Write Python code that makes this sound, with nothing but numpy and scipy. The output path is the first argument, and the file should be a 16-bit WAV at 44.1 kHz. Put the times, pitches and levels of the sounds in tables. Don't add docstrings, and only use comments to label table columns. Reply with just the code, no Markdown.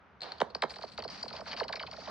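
import sys
import numpy as np
from scipy import signal
from scipy.fft import rfft, irfft, next_fast_len
from scipy.io import wavfile
from scipy.ndimage import map_coordinates

SR = 44100
rng = np.random.default_rng(int(sys.argv[2]) if len(sys.argv) > 2 else 0)


def store_pcm(level_fs):
    pcm = np.round(np.clip(level_fs, -1, 1) * 32767).astype(np.int16)
    wavfile.write(sys.argv[1], SR, np.atleast_2d(pcm).T)


N = 92610

# time in seconds, distance in metres.
STONE_PATH = [(.2, 2.33), (.415, 5.15), (.55, 6.84), (.63, 8), (.83, 9.44), (1.045, 10.3), (1.23, 11.86),
              (1.6, 15.45), (1.73, 17.5), (1.83, 17.85), (2.1, 21.2)]
# frequency in Hz, likeness (1 means the same).
LIKENESS = [(60, 1), (200, 0.53), (500, 0.82), (1500, 0.59), (4000, 0.6), (9000, 0.17)]


def amp(db):
    return 10 ** (np.asarray(db) / 20)


def unit(x):
    return x / np.sqrt(np.mean(x ** 2) + 1e-20)


def along(rows, hz):
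    freqs, values = np.transpose(rows)
    return np.interp(np.log(hz + 1), np.log(freqs + 1), values)


def at(rows, s):
    return np.interp(s, *np.transpose(rows))


def filtered(x, response):
    size = next_fast_len(N + SR // 2)
    return irfft(rfft(x, size) * response(np.fft.rfftfreq(size, 1 / SR)), size)[..., :N]


def add(out, start, x):
    n = min(x.shape[-1], N - start)
    if n > 0:
        out[..., start:start + n] += x[..., :n]


def mid_and_side(hz):
    angle = np.arccos(np.clip(along(LIKENESS, hz), -1, 1)) / 2
    return np.array([np.cos(angle), np.sin(angle)])


def stereo(pair, tone):
    mid, side = filtered(pair, lambda hz: amp(along(tone, hz)) * mid_and_side(hz))
    return unit(np.array([mid + side, mid - side]))


def noise(tone):
    return stereo(rng.standard_normal((2, N)), tone)


def grains(per_s, spread_db):
    hits = (rng.random((2, N)) < per_s / SR) * rng.choice([-1, 1], (2, N))
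    return hits * amp(spread_db * rng.standard_normal((2, N)))


def outdoors(air_db=-58.5, rumble_db=-61.5):
    # frequency in Hz, relative level in dB.
    air_tone = [(25, 9), (40, -24.5), (74, 4.5), (103, -17), (227, -28.5), (361, -9.5), (1450, -6.5),
                (6430, -40.5), (8360, -93)]
    rumble_tone = [(10, -59), (25, -37), (45, -5.5), (62, -16), (75, 2.5), (88, -7), (130, -4.5), (220, -2),
                   (300, -10), (600, -60.5)]
    # time in seconds, level change in dB.
    swell = [(0, -7), (.55, -2), (1.1, 4.5), (2.1, 3.5)]
    t = np.arange(N) / SR
    return amp(air_db) * noise(air_tone) + amp(rumble_db + at(swell, t)) * noise(rumble_tone)


def through_ice(hz, s, speed_m_per_s=750, dispersion=.6, fastest_khz=4, ring_lag=.274, ring_top_hz=5300):
    khz = np.maximum(hz, 50) / 1000
    falling = khz ** -dispersion - fastest_khz ** -dispersion
    rising = ring_lag * (khz - fastest_khz) ** 2 * (hz < ring_top_hz)
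    delay_s = np.where(khz < fastest_khz, falling, rising) * at(STONE_PATH, s) / speed_m_per_s
    return np.exp(-2j * np.pi * np.cumsum(delay_s) * hz[1])


def distance_db(hz, metres, ripple_hz=220, hollow_hz=650, hollow_width_hz=68):
    uneven = .26 * np.tanh(map_coordinates(rng.standard_normal(128), [hz / ripple_hz]))
    bass_loss = .59 * along([(330, 1), (520, 0)], hz)
    hollow = .3675 * np.exp(-((hz - hollow_hz) / hollow_width_hz) ** 2)
    return metres * (uneven - bass_loss + hollow)


def rattle(hz, metres, count=3):
    delay_s, gain = rng.uniform(.003, .02, count), rng.standard_normal(count)
    return 1 + amp(-27 + .65 * metres) * gain @ np.exp(-2j * np.pi * np.outer(delay_s, hz))


def ring(hz, t, rise_s=.0005, fade_s=.012):
    return np.sin(2 * np.pi * hz * t) * amp(-60 * t / fade_s) * (1 - np.exp(-(t / rise_s) ** 2))


def ice_echoes(early_db=-13, early_fade_s=.05):
    # frequency in Hz, seconds to fade by 60 dB.
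    fade_times = [(150, 0.45), (600, 0.43), (1500, 0.28), (3000, 0.04), (4500, 0.91), (7000, 0.08),
                  (12000, .2)]
    # frequency in Hz, relative level in dB.
    tail_tone = [(100, 1), (250, -20), (500, -15.5), (1000, -13.5), (2000, -13), (3000, -10), (4500, -23),
                 (8000, -0.5)]
    hz, t, hiss = signal.stft(rng.standard_normal((2, SR // 3)), SR, nperseg=256)
    hz = hz[:, None]
    fade = amp(-60 * t / along(fade_times, hz))
    late = amp(along(tail_tone, hz)) * fade / np.sqrt(np.mean(fade ** 2, axis=1, keepdims=True))
    early = amp(early_db) * unit(amp(-60 * t / early_fade_s))
    mid, side = signal.istft(hiss * np.hypot(late, early) * mid_and_side(hz), SR, nperseg=256)[1]
    return np.array([mid + side, mid - side]) / np.sqrt(len(mid))


def skips(size=8192, grind_fade_s=.014, ping_hz=4120):
    # start in seconds, then relative level, brightness and high ring in dB.
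    contacts = [(0.207, -54.5, 5, 14.5), (0.218, -48.5, 7.5, 14), (0.3198, -36, 2, 3.5),
                (0.4033, -17.5, -12.5, -11.5), (0.4145, -7.5, -10, -29), (0.5486, -21.5, -6.5, 3),
                (0.6219, -15.5, -1, -9.5), (0.6336, -12.5, -5.5, -10), (0.7047, -44.5, 13, 21),
                (0.7135, -42.5, 2, 1), (0.7379, -55.5, 22.5, 10), (0.7592, -32, -6.5, 4.5),
                (0.7848, -32, -14, -2), (0.8125, -33, -5, -7), (0.8319, -22, -17, -11.5),
                (0.9777, -22.5, -4, -2.5), (0.9863, -30.5, -17, 6), (0.9911, -32, -4, 4.5),
                (1.002, -42.5, 11.5, -21), (1.0225, -32.5, -3, 4.5), (1.0442, -21, -18, -6.5),
                (1.079, -40.5, 1, 13), (1.086, -37, 2, 5.5), (1.1001, -46, -1, 21), (1.2286, -25, -12.5, 9),
                (1.253, -28, -15, -11), (1.2807, -46, 4, 18.5), (1.3029, -31, -5.5, -4.5),
                (1.3283, -28.5, -9.5, -1.5), (1.3415, -32.5, -13, -30), (1.3526, -44.5, 8, -13),
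                (1.364, -41, 6.5, 14.5), (1.3761, -45.5, 0.5, -17), (1.3861, -30, -12, -45),
                (1.4066, -25.5, -13, -3), (1.4574, -32.5, -5.5, -8), (1.466, -41, 0, 3),
                (1.4766, -40, 3.5, 3.5), (1.5132, -39, 8, 10), (1.5199, -43.5, 15, 15),
                (1.5293, -37, 12, 2), (1.5363, -33, 4.5, -20), (1.5643, -34.5, 3, 2.5),
                (1.5727, -38.5, 8.5, 7), (1.5767, -42, -1.5, 7.5), (1.589, -47, -15, 15),
                (1.5996, -16.5, -7.5, -6), (1.631, -42, 17, -21), (1.6384, -24, -20, -1),
                (1.681, -32, 4, 4.5), (1.6896, -25.5, -10.5, -4.5), (1.7259, -25, 2, 1),
                (1.7567, -29.5, 2.5, 5), (1.7955, -29, 6, -9), (1.7989, -36, 6, 1), (1.8115, -34, -7, -1.5),
                (1.8267, -27, -4, -1), (1.8656, -41.5, 8, 5), (1.872, -38, 5.5, 2.5), (1.9123, -37, 0, 11),
                (1.9319, -34.5, -2, -0.5), (1.9659, -31, -6, -4.5), (2.0102, -34.5, -5, -3),
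                (2.0592, -28.5, -6, -27), (2.0733, -29, -9, -33), (2.0859, -15, -20, -56)]
    # frequency in Hz, relative level in dB.
    chirp_tone = [(70, -31.5), (150, -10.5), (220, -6), (310, -10.5), (430, 1.5), (600, -0.5), (950, -1.5),
                  (1300, -3), (2400, -7), (2800, -12), (3100, -6.5), (3500, -14.5), (4250, -3),
                  (4700, -1.5), (5000, -11), (5300, -13), (5800, -27.5), (7000, -35.5), (12000, -74.5)]
    tick_tone = [(3500, -58), (5000, -7), (6000, -2), (7000, -15), (7800, -16.5), (9500, -27.5),
                 (12500, -44), (15000, -56.5)]
    # frequency in Hz, share of noise from 0 to 1.
    rough_share = [(700, 0), (1500, .2), (3800, .45), (4500, .85)]
    out, lead = np.zeros((2, N)), size // 32
    hz, t = np.fft.rfftfreq(size, 1 / SR), np.arange(size) / SR
    ring_band = along([(3900, .017), (4500, .91)], hz)
    bright_band = along([(900, .086), (2300, 1)], hz) * (1 - ring_band)
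    rough = along(rough_share, hz)
    for s, db, bright_db, ring_db in contacts:
        metres = at(STONE_PATH, s)
        burst = rng.standard_normal((2, size)) * amp(-60 * t / grind_fade_s)
        grind = rfft(burst / np.linalg.norm(burst, axis=1, keepdims=True))
        tone_db = along(chirp_tone, hz) + bright_db * bright_band + ring_db * ring_band
        impact = amp(tone_db) * (np.sqrt(1 - rough) + np.sqrt(rough) * grind[0])
        chirp = impact * amp(distance_db(hz, metres)) * through_ice(hz, s) * rattle(hz, metres)
        tick = grind * amp(along(tick_tone, hz) - 4 + .38 * ring_db - 3 * metres)
        ping = ring(ping_hz * rng.normal(1, .012), t) * amp(18 + ring_db - 4 * metres)
        wave = amp(db) * np.roll(amp(27) * irfft(chirp + tick) + ping, lead, axis=1)
        start = round(s * SR) - lead
        add(out, start, wave)
        add(out, start, signal.fftconvolve(wave, ice_echoes(), axes=1))
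    return out


def frost_crunch(start_s=.2127, level_db=-40.5, rise_s=.016, fade_s=.66):
    # frequency in Hz, relative level in dB.
    frost_tone = [(80, -10), (250, -8), (450, 4), (900, 5), (1700, -3.5), (2600, -8), (3500, -7),
                  (4300, -0.5), (5200, -12), (6200, -26), (14000, -58)]
    t = np.maximum(np.arange(N) / SR - start_s, 0)
    return amp(level_db - 60 * t / fade_s) * (1 - np.exp(-t / rise_s)) * noise(frost_tone)


def skid(size=8192, touch_fade_s=.05, spurts_per_s=90):
    # start in seconds, level in dB.
    touches = [(0.217, -35.5), (0.231, -39.5), (0.319, -45), (0.382, -48.5), (0.5, -48.5), (.68, -53.5),
               (.695, -41.5), (0.71, -54), (0.74, -46), (.764, -43), (0.788, -59), (0.822, -40.5),
               (0.846, -44), (0.868, -55), (0.898, -42.5), (.918, -45.5), (.934, -52), (0.945, -45),
               (1.036, -40), (1.284, -38)]
    # time in seconds, level in dB.
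    slide_level = [(.66, -94), (.7, -52.5), (.78, -64), (.84, -51), (.96, -61), (1.07, -72), (1.115, -44.5),
                   (1.21, -48), (1.26, -60), (1.37, -44.5), (1.43, -67), (1.475, -42), (1.53, -44),
                   (1.555, -58.5), (1.59, -40.5), (1.66, -78.5), (1.82, -60.5), (1.9, -61), (2.02, -47),
                   (2.09, -49.5)]
    grit_level = [(.205, -77), (.235, -66.5), (.27, -100), (.675, -105), (.7, -70), (.79, -82), (.815, -80),
                  (.88, -87), (.925, -70), (.965, -87), (1.06, -92), (1.12, -78.5), (1.27, -81),
                  (1.35, -82.5), (2.0, -102)]
    # frequency in Hz, relative level in dB.
    touch_tone = [(500, -13.5), (3600, -9), (4300, 5), (4750, -3), (5400, -21.5), (12000, -45.5)]
    slide_tone = [(60, -25.5), (200, -2.5), (310, -6), (550, -0.5), (1000, -0.5), (1600, -3.5), (2600, -6),
                  (3500, -9.5), (4600, 4), (5200, -4.5), (5900, -9.5), (7000, -24), (8000, -32),
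                  (10000, -45), (14000, -88.5)]
    grit_tone = [(3500, -13.5), (6000, -7), (8000, 4), (10500, -13), (12500, -24), (14000, -43.5)]
    t = np.arange(N) / SR
    chatter = sum(amp(db - 60 * np.abs(t - s) / touch_fade_s) * np.clip((t - s) / .001, 0, 1)
                  for s, db in touches)
    sliding = amp(at(slide_level, t)) * (t > slide_level[0][0])
    force = sliding * stereo(grains(per_s=2500, spread_db=4.5), slide_tone) + chatter * noise(touch_tone)
    spurts_db = 4 * map_coordinates(rng.standard_normal(N), [t * spurts_per_s], order=1)
    grit_gain = amp(at(grit_level, t) + spurts_db) * (t > grit_level[0][0])
    out = grit_gain * stereo(grains(per_s=1400, spread_db=5), grit_tone)
    hz, step = np.fft.rfftfreq(size, 1 / SR), size // 4
    force, window = np.pad(force, ((0, 0), (0, 2 * step))), signal.get_window("hann", 2 * step)
    for i in range(0, N, step):
        piece = rfft(force[:, i:i + 2 * step] * window, size)
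        add(out, i, irfft(piece * through_ice(hz, (i + step) / SR)))
    return out


def clinks():
    # start in seconds, pitch in Hz, level in dB.
    edge_landings = [(.2178, 7960, -61), (0.402, 3150, -28.5), (0.62, 7780, -40.5)]
    t = np.arange(N) / SR
    return sum(amp(db) * ring(hz, np.maximum(t - s, 0)) for s, hz, db in edge_landings)


def scene():
    # frequency in Hz, left minus right in dB.
    balance = [(60, -2), (170, -4), (300, -10.5), (500, -4.5), (770, -9), (1290, -2), (2150, 0.5),
               (3600, 3), (6000, 0.5)]
    # frequency in Hz, phase in radians.
    left_lead = [(30, 0.41), (260, -0.71), (900, -0.39), (1800, -0.72), (3500, -0.67), (5500, -1.27)]
    side = np.array([[.5], [-.5]])
    placement = lambda hz: amp(side * along(balance, hz)) * np.exp(1j * side * along(left_lead, hz))
    return filtered(skips() + clinks() + skid() + frost_crunch(), placement) + outdoors()


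def record(dry, low_cut_hz=38, top_hz=14000):
    return filtered(dry, lambda hz: (hz < top_hz) * (1 - 1 / (1 + (hz / low_cut_hz) ** 6)))


dry = scene()
out = record(dry)
store_pcm(out)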